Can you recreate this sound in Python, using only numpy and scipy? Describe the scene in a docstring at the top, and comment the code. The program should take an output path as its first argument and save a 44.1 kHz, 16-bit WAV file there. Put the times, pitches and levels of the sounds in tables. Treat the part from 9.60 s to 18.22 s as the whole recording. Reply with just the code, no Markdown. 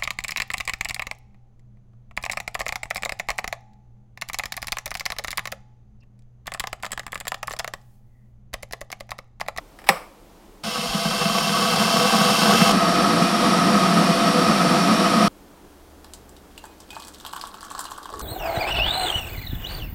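"""A kettle's switch creeps and scrapes, then snaps over loudly: each contact is a noise crack plus ringing tones.
Next, collapsing steam bubbles (random clicks and noise) ring the kettle in a growing rush, with dull thumps.
It is heard beside the switch, then abruptly from behind a mug, steady and duller, until it stops.
In the quiet kitchen an appliance hums; water drops into the mug, then pours, as noise slaps and ringing bubbles.
Soft room air and a deep rumble with a few low bumps lie under everything."""
import sys
import numpy as np
from scipy import signal
from scipy.fft import rfft, irfft, next_fast_len
from scipy.io import wavfile
from scipy.ndimage import uniform_filter1d, map_coordinates

SR = 44100
rng = np.random.default_rng(int(sys.argv[2]) if len(sys.argv) > 2 else 0)


def master(y):
    """Save y as 16-bit WAV."""
    cut = np.clip(np.atleast_2d(y).T, -1, 1)
    pcm = np.round(cut * 32767)  # scale
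    wavfile.write(sys.argv[1], SR, pcm.astype(np.int16))


N = 379991
TIME = np.arange(N) / SR
TOP_HZ = 15900  # nothing sounds above this

# Colour tables give relative levels per hertz; resonances are bumps that stand on a colour.
# the rush by the switch and by the mug: colour [f/Hz, level/dB], resonances [f/Hz, width/Hz, height/dB]
COLOUR_NEAR = [(30, -34.5), (75, -10), (140, 0.5), (400, -7), (1000, -7), (2000, -12.5), (5600, -7.5),
               (6400, -10), (7700, -20), (8600, -9.5), (12000, -17.5), (15500, -27)]
RESONANCES_NEAR = [(169.5, 51, 7.7), (213, 71, 17.4), (492.8, 41, 16.3), (679.3, 48, 19), (783, 77, 12.1),
                   (1014, 67, 8.7), (1134, 76, 16.2), (1269.5, 87, 14.9), (1537, 175, 10.8), (2110, 340, 9),
                   (2684, 200, 13.5), (2990, 60, 8.8), (3137, 96, 7.5), (3275, 500, 7.8), (3881, 401, 5.0),
                   (4550, 510, 7.3), (5330, 514, 7.6), (6880, 135, 11.2), (7450, 100, 11.5),
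                   (8100, 150, 9.6), (13014, 1106, 3.7), (14266, 495, 4.8)]
COLOUR_FAR = [(30, -32), (75, -7), (140, -2), (280, 5), (420, -11), (1000, -9), (2000, -12.5), (5600, -15),
              (6500, -24), (9500, -23.5), (12000, -29.5), (15500, -44.5)]
RESONANCES_FAR = [(173, 10.5, 9.5), (199, 80, 15.9), (344, 32, 5), (498, 28, 12.6), (681, 87, 13.8),
                  (734, 380, 1.2), (1119, 37, 8.2), (1266, 135, 15.3), (1910, 170, 4), (2470, 37, 4.9),
                  (3050, 67, 3.1), (3820, 27, 5.8), (4570, 160, 4.7), (5479, 160, 6.5), (9017, 370, 3.7)]
RUSH_START_S, MUG_SIDE_S, RUSH_STOP_S = 1.036, 3.119, 5.681  # begins, is heard from the mug, ends
# growth of thud, rush and hiss as the water warms [first level/dB, last level/dB, bend: over 1 = late]
WARMING_GROWTH = [(-37, -22.5, 0.63), (-31.5, -18, 0.72), (-32.5, -21.5, 0.57)]
# thud, rush and hiss once steady, heard from the mug [level/dB]
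STEADY_DB = [-21.5, -20.5, -27]
# in warming, the deepest part of the thud loses this much and the part above it gains as much
THUD_LIFT_DB = 4
# single large bubbles that thump the base [t/s, level/dB, treble filter/dB]
BUBBLE_THUMPS = [(1.041, -33, -12), (1.185, -28, -13), (1.347, -21.5, -17), (1.456, -20, -13),
                 (1.657, -18.5, -12.5), (1.785, -23, 8), (1.895, -23.5, -4), (2.614, -18, -12.5),
                 (2.819, -18.5, -4.5), (3.018, -13.5, -6.5)]

# contacts of the switch lever [t/s, relative level/dB, treble up and bass down/dB, 60 dB scrape decay/s]
SWITCH_CONTACTS = [(.188, -33.5, 3.5, 0.1), (0.217, -37, 2, .05), (.241, -32, 2, 0.086),
                   (0.266, -36, 10, 0.099), (.27, -25.5, 5, 0.12), (0.283, -27.5, 1, .06),
                   (0.2891, 2.5, 4.5, 0.044), (0.2936, -2.5, -8, 0.034), (0.371, -25.5, -4, .03)]
# ringing tones of lever and kettle base [f/Hz, relative level/dB, 60 dB decay/s]
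LEVER_TONES = [(168, -19, .16), (205, -21.5, .12), (388, -18.5, 0.055), (535, -5, 0.056), (787, 1, .04),
               (975, -6, .04), (1203, -3, 0.0435), (1800, -7, 0.038), (1930, -7, .035), (2264, -5.5, 0.038),
               (2500, -12.5, 0.017), (2960, -11, .03), (3500, -22.5, 0.033), (3850, -14, 0.0307),
               (5260, -26, 0.034), (7760, -20.5, .025), (7830, -33, .24)]
# colour of each contact's crack [f/Hz, level/dB]
CRACK_COLOUR = [(60, -50), (160, -23), (290, -28), (520, -5), (800, -3.5), (1460, -10.5), (2290, -11),
                (3170, -20), (4220, -24), (5380, -18), (6460, -36), (7760, -24), (15500, -30.5)]

# the largest gouts landing in the mug [t/s, plop level/dB, splash level/dB, splash f/Hz], levels before trim
LARGE_GOUTS = [(6.445, -51, -47.5, 3900), (6.536, -55, -38.5, 7740), (6.693, -61, -51, 8890),
               (6.766, -62.5, -51, 3850), (6.978, -58, -39.5, 2770), (7.04, -40.5, -49, 4690),
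               (7.054, -50, -47.5, 9000), (7.203, -53, -46, 5960), (7.305, -53, -40.5, 3100),
               (7.33, -47, -46, 2600), (7.366, -35, -48, 2540), (7.422, -54, -43, 4050),
               (7.482, -53, -42, 8100), (7.546, -64, -46, 4200), (7.6, -63, -45, 3580),
               (7.65, -40, -39, 3550), (7.664, -43, -35.5, 3220), (7.734, -34, -40, 3000),
               (7.763, -35.5, -40, 2990), (7.813, -56, -34.5, 4280), (7.838, -34, -48, 4200),
               (7.943, -41.5, -48.5, 2990), (8.029, -39, -45, 7260), (8.112, -36, -52, 8030),
               (8.15, -34, -42.5, 4900), (8.192, -32.5, -31.5, 7950), (8.206, -37, -35.5, 9880),
               (8.253, -37.5, -39.5, 4000), (8.317, -35, -43, 4290), (8.382, -36.5, -50, 3270),
               (8.456, -37, -44.5, 3220), (8.491, -37.5, -50.5, 3100), (8.538, -34, -48, 4840),
               (8.594, -42, -37, 7840), (8.604, -35.5, -55, 7730)]
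# colour of plops in the mug's hollow [f/Hz, level/dB]
HOLLOW_COLOUR = [(200, -50.5), (550, -11.5), (800, -3.5), (1100, -4.5), (1350, -1.5), (1700, -4.5),
                 (2050, -21), (3200, -37)]
# air resonances of the mug [f/Hz, width/Hz, height/dB]
MUG_RESONANCES = [(840, 34, 3.5), (1044, 27, 6), (1132, 53, 8), (1442, 80, 5), (1720, 75, 4.5)]
# colour of splashes over the rim [f/Hz, level/dB]
SPLASH_COLOUR = [(200, -47), (900, -14), (1500, -9), (2350, -15.5), (3050, -1.5), (3700, -3.5),
                 (4500, -1.5), (5300, -5.5), (6600, -6), (8100, 1), (8900, -5.5), (9800, -3), (11000, -9),
                 (12500, -4.5), (15500, -11.5)]
# strength of the stream, from dribble to pour [t/s, level/dB]
STREAM_FLOW = [(6.9, -14), (7.28, -11), (7.34, 3), (7.59, -7), (7.7, 2), (7.91, -0.5), (8.22, 2.5),
               (8.52, -4.5), (8.58, 2.5)]
# gushes that set off a clear ring in the mug [t/s, level/dB]
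MUG_RINGS = [(7.055, -56), (7.305, -41.5)]
POOL_S, SHALLOW_DB, FILL_S = 7.3, -14, 0.38  # pool forms; bubbling starts weaker by this; time scale of growth
# starting pitch of a gout's trapped bubble in a full and a shallow pool; random scatter as a share
PLOP_HZ, PLOP_SHALLOW_HZ, PLOP_SPREAD = 1080, 935, 0.043
# decay of kitchen echo [f/Hz, 60 dB decay/s]
KITCHEN_DECAY = [(150, 0.39), (1000, 0.41), (4000, 0.29), (12000, 0.13)]

# colour of the quiet room's air [f/Hz, level/dB]
AIR_COLOUR = [(12, -36.5), (20, -3.5), (76, -16), (161, -17.5), (196, -11), (259, -17.5), (289, -11.5),
              (404, -15), (519, -17.5), (834, -19), (1130, -23), (1670, -30), (15500, -40.5)]
# colour of the appliance's soft rush [f/Hz, level/dB]
DRONE_COLOUR = [(70, -29), (130, -6.5), (280, 3.5), (450, -1), (850, -10.5), (1500, -7.5), (2500, -21.5)]
# the appliance hum swells and fades; it also wavers around this level
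HUM_PEAK_S, HUM_DB, HUM_RISE_DB_PER_S, HUM_FALL_DB_PER_S = 6.35, -51.5, 30, 7
# deep rumble by the switch, by the mug and after the rush [level/dB]
RUMBLE_LEVELS_DB = [-57, -52, -63]
# short low bumps [t/s, peak level/dB]
LOW_BUMPS = [(1.31, -38), (3.119, -41), (8.56, -46)]
BUMP_S = 0.031  # from a bump's peak until its level is down to 1/e


def amp(db):
    """Turn decibels into gain."""
    return 10 ** (np.asarray(db) / 20)


def unit(x):
    """Scale x to an average strength (rms) of 1."""
    return x / np.sqrt(np.mean(x ** 2) + 1e-20)


def loudness(x):
    """Rms of a short sound over its first 12 ms."""
    return np.sqrt(np.mean(x[:round(.012 * SR)] ** 2))


def along(points, hz):
    """Read a (Hz, value) curve on a log frequency axis."""
    f, v = np.transpose(points)
    return np.interp(np.log(hz + 1), np.log(f + 1), v)


def wobble(rate):
    """A smooth random curve with rate knots a second."""
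    return map_coordinates(rng.standard_normal(int(N * rate / SR) + 4), [TIME * rate])


def between(t0, t1):
    """1 from t0 to t1, else 0, with quick edges."""
    return uniform_filter1d(((TIME >= t0) & (TIME < t1)) * 1., size=90)


def add(track, s, sound):
    """Mix a sound into the track at time s."""
    part = track[round(s * SR):][:len(sound)]
    part += sound[:len(part)]


def coloured(x, spectrum, peaks=()):
    """Filter x to a broad colour with ringing peaks on it, without sounding ahead of x."""
    m = 2 * next_fast_len(len(x) // 2 + 4096)
    hz = np.fft.rfftfreq(m, 1 / SR)
    db = along(spectrum, hz)
    db = db + sum(height / (1 + (2 * (hz - centre) / width) ** 2) for centre, width, height in peaks)
    # folding the cepstrum gives minimum phase: the filter acts as early as it can
    cepstrum = irfft(np.log(amp(db)))
    cepstrum[1:m // 2] *= 2
    cepstrum[m // 2 + 1:] = 0
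    response = np.exp(rfft(cepstrum))
    return irfft(rfft(x, m) * response, m)[:len(x)]


def band(x, lo_hz, hi_hz):
    """Keep the part of x between two frequencies."""
    edges = [lo_hz, min(hi_hz, SR / 2 - 1)]
    return signal.sosfilt(signal.butter(4, edges, "band", fs=SR, output="sos"), x)


def pops(rate, spread_db):
    """Clicks at random times, rate a second on average, with sizes scattered in dB."""
    happens = rng.random(N) < rate / SR
    return happens * rng.choice([-1, 1], N) * amp(spread_db * rng.standard_normal(N))


def room(x, wet_db):
    """Add the kitchen's echo: noise in which each frequency dies at its own speed."""
    hz, t, z = signal.stft(rng.standard_normal(SR // 2), SR, nperseg=256)
    decay = amp(-60 * t / along(KITCHEN_DECAY, hz)[:, None])
    tail = signal.istft(z * decay, SR, nperseg=256)[1]
    tail = np.pad(tail, (130, 0))  # the echo starts about 3 ms late
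    return x + amp(wet_db) * signal.fftconvolve(x, tail / np.linalg.norm(tail))[:len(x)]


def heating(levels_db, lift_db, spectrum, body, rate, spread_db, flutter_db, thud_flutter_db):
    """Collapsing steam bubbles ring the kettle: few large ones thud, many small ones hiss."""
    thud_db, rush_db, hiss_db = levels_db
    collapses = unit(pops(rate, spread_db)) + .5 * rng.standard_normal(N)
    collapses = coloured(collapses, spectrum, body)
    fine = unit(pops(rate * 6, spread_db)) + 0.8 * rng.standard_normal(N)
    fine = coloured(fine, spectrum, body)
    surge = wobble(21.98)  # bubbles leave the base in clusters
    low = band(collapses, 104, 417)
    deep = signal.sosfiltfilt(signal.butter(4, 195, fs=SR, output="sos"), low)
    thud = unit(amp(-lift_db) * deep + amp(lift_db) * (low - deep))
    thud = amp(thud_db + thud_flutter_db * surge) * thud
    rush = amp(rush_db + flutter_db * surge) * unit(band(collapses, 386, 1864))
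    hiss = amp(hiss_db + 0.37 * flutter_db * surge) * unit(band(fine, 2000, 17500))
    return thud + rush + room(hiss, wet_db=-10.5)


def thumps():
    """A large bubble gives the base one blow, mostly a dull one."""
    out = np.zeros(N)
    ring = coloured(signal.unit_impulse(SR // 4), COLOUR_NEAR, RESONANCES_NEAR)
    for s, db, treble_db in BUBBLE_THUMPS:
        tone = [(70, -20), (160, 1), (300, -7), (2200, treble_db), (4500, treble_db - 14)]
        blow = coloured(ring, tone)
        add(out, s, amp(db) * blow / loudness(blow))
    return out


def kettle():
    """The bubbling rush grows as the water warms, then holds steady as heard from the mug."""
    warmth = np.clip((TIME - RUSH_START_S) / (MUG_SIDE_S - RUSH_START_S), 0, 1)
    growing_db = [first + (last - first) * warmth ** bend for first, last, bend in WARMING_GROWTH]
    near = heating(growing_db, THUD_LIFT_DB * (warmth - .5), COLOUR_NEAR, RESONANCES_NEAR,
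                   rate=700, spread_db=3.5, flutter_db=0.57, thud_flutter_db=1.55)
    far = heating(STEADY_DB, 0, COLOUR_FAR, RESONANCES_FAR,
                  rate=3000, spread_db=2.0, flutter_db=0.65, thud_flutter_db=1.23)
    near = (near + thumps()) * between(RUSH_START_S, MUG_SIDE_S)
    return near + far * between(MUG_SIDE_S, RUSH_STOP_S)


def switch(ring_db=-2, crack_db=-4, tail_db=-27, tail_t60=0.39):
    """Each contact of the lever cracks and rings the kettle's base; counter and walls scatter the sound."""
    out, t = np.zeros(N), np.arange(SR // 2) / SR
    ring = np.zeros(len(t))
    for k, (hz, level, t60) in enumerate(LEVER_TONES):
        ring += (-1) ** k * amp(level - 60 * t / t60) * np.sin(2 * np.pi * hz * t)
    ring = amp(ring_db) * ring / np.abs(ring).max()
    surfaces = [(522, 110, 7.0), (1180, 290, 11.5), (2240, 260, 5.1)]
    for s, db, bright_db, scrape in SWITCH_CONTACTS:
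        crack = unit(coloured(rng.standard_normal(len(t)), CRACK_COLOUR))
        crack = crack * amp(crack_db - 60 * t / scrape) / 2
        scatter = unit(coloured(rng.standard_normal(len(t)), CRACK_COLOUR, surfaces))
        contact = ring + crack + scatter * amp(tail_db - 60 * t / tail_t60)
        tilt = [(70, -28), (140, -bright_db), (550, -bright_db), (2500, bright_db)]
        add(out, s, amp(db) * coloured(contact, tilt))
    return out


def flow_db(s):
    """Strength of the stream at time s."""
    return np.interp(s, *np.transpose(STREAM_FLOW))


def shallow(s):
    """1 in the empty mug, falling to 0 as the pool deepens and the water drags more air under."""
    return np.exp(-np.maximum(s - POOL_S, 0) / FILL_S)


def bubble(hz, cycles, rise=0.072):
    """A trapped air bubble rings, falling 60 dB in the given cycles of hz while its pitch rises."""
    u = np.arange(SR // 20) / SR * hz / cycles  # reaches 1 after the given cycles
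    tone = np.sin(2 * np.pi * cycles * u * (1 + rise * np.minimum(u, 2) / 2))
    return tone * amp(-60 * u)


def froth(hz, spread, cycles, spread_db, count):
    """Bubbles of random size and pitch all through the pour."""
    out, start = np.zeros(N), STREAM_FLOW[0][0]
    times, sizes = rng.uniform(start, N / SR, count), rng.uniform(-0.67, 1, count)
    for when, size, pitch in zip(times, sizes, rng.standard_normal(count)):
        tone = bubble(min(hz * np.exp(spread * pitch), TOP_HZ), cycles)
        add(out, when, amp(spread_db * size) * tone)
    return out


def gout(s, plop_db, splash_db, splash_hz, slosh=0.81, slosh_t60=0.059, slap_t60=0.011,
         spray=0.094, spray_t60=0.078, ping=0.31):
    """A gout landing at time s slaps the surface, throws spray, and traps a large bubble and a tiny one."""
    t = np.arange(SR // 20) / SR
    plop_hz = PLOP_HZ + (PLOP_SHALLOW_HZ - PLOP_HZ) * shallow(s)
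    large = bubble(plop_hz * np.exp(PLOP_SPREAD * rng.standard_normal()), cycles=16, rise=0.11)
    sloshing = slosh * rng.standard_normal(len(t)) * amp(-60 * t / slosh_t60)
    plop = coloured(large + sloshing, HOLLOW_COLOUR, MUG_RESONANCES)
    droplets = rng.standard_normal(len(t)) ** 3  # cubing makes the noise spiky
    slap = rng.standard_normal(len(t)) * amp(-60 * t / slap_t60)
    slap = slap + spray * droplets * amp(-60 * t / spray_t60)
    slap = coloured(slap, SPLASH_COLOUR, [(splash_hz, 1.1 * splash_hz, 9)])
    tiny = bubble(splash_hz, cycles=49, rise=0.038)
    pitched = ping * (5000 / splash_hz) ** 2  # the larger the bubble, the more its ring stands out
    splash = slap / loudness(slap) + pitched * tiny / loudness(tiny)
    return amp(plop_db) * plop / loudness(plop) + amp(splash_db) * splash / loudness(splash)


def drops(plop_trim_db=1, splash_trim_db=-1):
    """The large gouts plop and splash, each at its own moment."""
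    out = np.zeros(N)
    for s, plop_db, splash_db, splash_hz in LARGE_GOUTS:
        add(out, s, gout(s, plop_db + plop_trim_db, splash_db + splash_trim_db, splash_hz))
    return out


def patter(plop_db=-44, splash_db=-45.0, splash_hz=6200, scatter_db=1.5, count=26):
    """Smaller gouts break off the stream at uneven intervals and follow its strength."""
    out, step = np.zeros(N), (N / SR - POOL_S) / count
    for k, (late, low, high, pitch) in enumerate(rng.uniform(-1, 1, (count, 4))):
        s = POOL_S + step * (k + (1 + late) / 2)
        low_db = plop_db + SHALLOW_DB * shallow(s) + scatter_db * low
        high_db = splash_db + scatter_db * high
        add(out, s, amp(flow_db(s)) * gout(s, low_db, high_db, splash_hz * np.exp(.6 * pitch)))
    return out


def stream(bubbles_db=-47.0, spatter_db=-52.0, wash=0.26, clump_db=2.0):
    """The wavering stream churns bubbles in the mug's hollow and fizzes in clumps with tiny ones."""
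    pouring = TIME > STREAM_FLOW[0][0]
    churn = froth(hz=1150, spread=0.29, cycles=14, spread_db=4, count=240)
    churn = coloured(churn, HOLLOW_COLOUR, MUG_RESONANCES)
    fizz = froth(hz=5560, spread=0.613, cycles=21, spread_db=10, count=900)
    fizz = fizz / np.std(fizz[pouring]) + wash * unit(pops(rate=1200, spread_db=5))
    fizz = coloured(fizz * amp(clump_db * wobble(35)), SPLASH_COLOUR)
    churn = amp(bubbles_db + SHALLOW_DB * shallow(TIME)) * churn / np.std(churn[pouring])
    fizz = amp(spatter_db) * fizz / np.std(fizz[pouring])
    return amp(flow_db(TIME)) * (churn + fizz) * pouring


def gurgle(start=8.5, hz=460, db=-35, count=9):
    """Late in the pour, the stream drags down large, low bubbles."""
    out = np.zeros(N)
    for when, pitch in zip(np.linspace(start, N / SR, count), rng.standard_normal(count)):
        tone = bubble(hz * np.exp(.2 * pitch), cycles=24)
        add(out, when + rng.normal(0, 0.00427), amp(db) * tone)
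    return out


def mug_ring(hz=2502, t60=0.54):
    """One clear, slowly dying tone hangs on after two early gushes."""
    out, t = np.zeros(N), np.arange(SR // 2) / SR
    for s, db in MUG_RINGS:
        add(out, s, amp(db - 60 * t / t60) * np.sin(2 * np.pi * hz * t))
    return out


def background(air_db=-50.0, drone_db=-56, whine_db=-76, whine_hz=3268, hum_hz=71.0):
    """Room air is soft noise; after the rush an appliance hums, drones and whines faintly."""
    air = amp(air_db) * unit(coloured(rng.standard_normal(N), AIR_COLOUR))
    rising_db = HUM_RISE_DB_PER_S * (TIME - HUM_PEAK_S)
    falling_db = HUM_FALL_DB_PER_S * (HUM_PEAK_S - TIME)
    hum_db = HUM_DB + np.minimum(rising_db, falling_db) + wobble(4)
    hum = amp(hum_db) * unit(np.sin(2 * np.pi * hum_hz * TIME + 0.84 * wobble(8)))
    drone = amp(drone_db) * unit(coloured(rng.standard_normal(N), DRONE_COLOUR, [(291, 29, 6.5)]))
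    whine = amp(whine_db) * unit(np.sin(2 * np.pi * whine_hz * TIME + 1.3 * wobble(26)))
    return air + (hum + drone + whine) * (TIME > RUSH_STOP_S)


def rumble_and_bumps():
    """Very low noise rumbles at three levels in turn, with a few short low bumps."""
    level = amp(RUMBLE_LEVELS_DB)[np.searchsorted([MUG_SIDE_S, RUSH_STOP_S], TIME)]
    rumble = level * unit(band(rng.standard_normal(N), 22.5, 44.4))
    swells = sum(amp(db) * np.exp(-((TIME - s) / BUMP_S) ** 2) for s, db in LOW_BUMPS)
    return rumble + swells * unit(band(rng.standard_normal(N), 25, 94))


def scene():
    """Mix the kettle, the switch and the pour over the background."""
    pour = room(drops() + patter() + stream() + gurgle(), wet_db=-9) + mug_ring()
    return (kettle() + switch() + pour + background() + rumble_and_bumps())[None]


def record(dry):
    """Round off peaks near full scale, then remove everything from TOP_HZ up."""
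    held = dry / (1 + np.abs(dry) ** 8) ** (1 / 8)
    m = next_fast_len(N + SR // 2)
    keep = np.fft.rfftfreq(m, 1 / SR) < TOP_HZ
    return irfft(rfft(held, m) * keep, m)[..., :N]


dry = scene()
out = record(dry)
master(out)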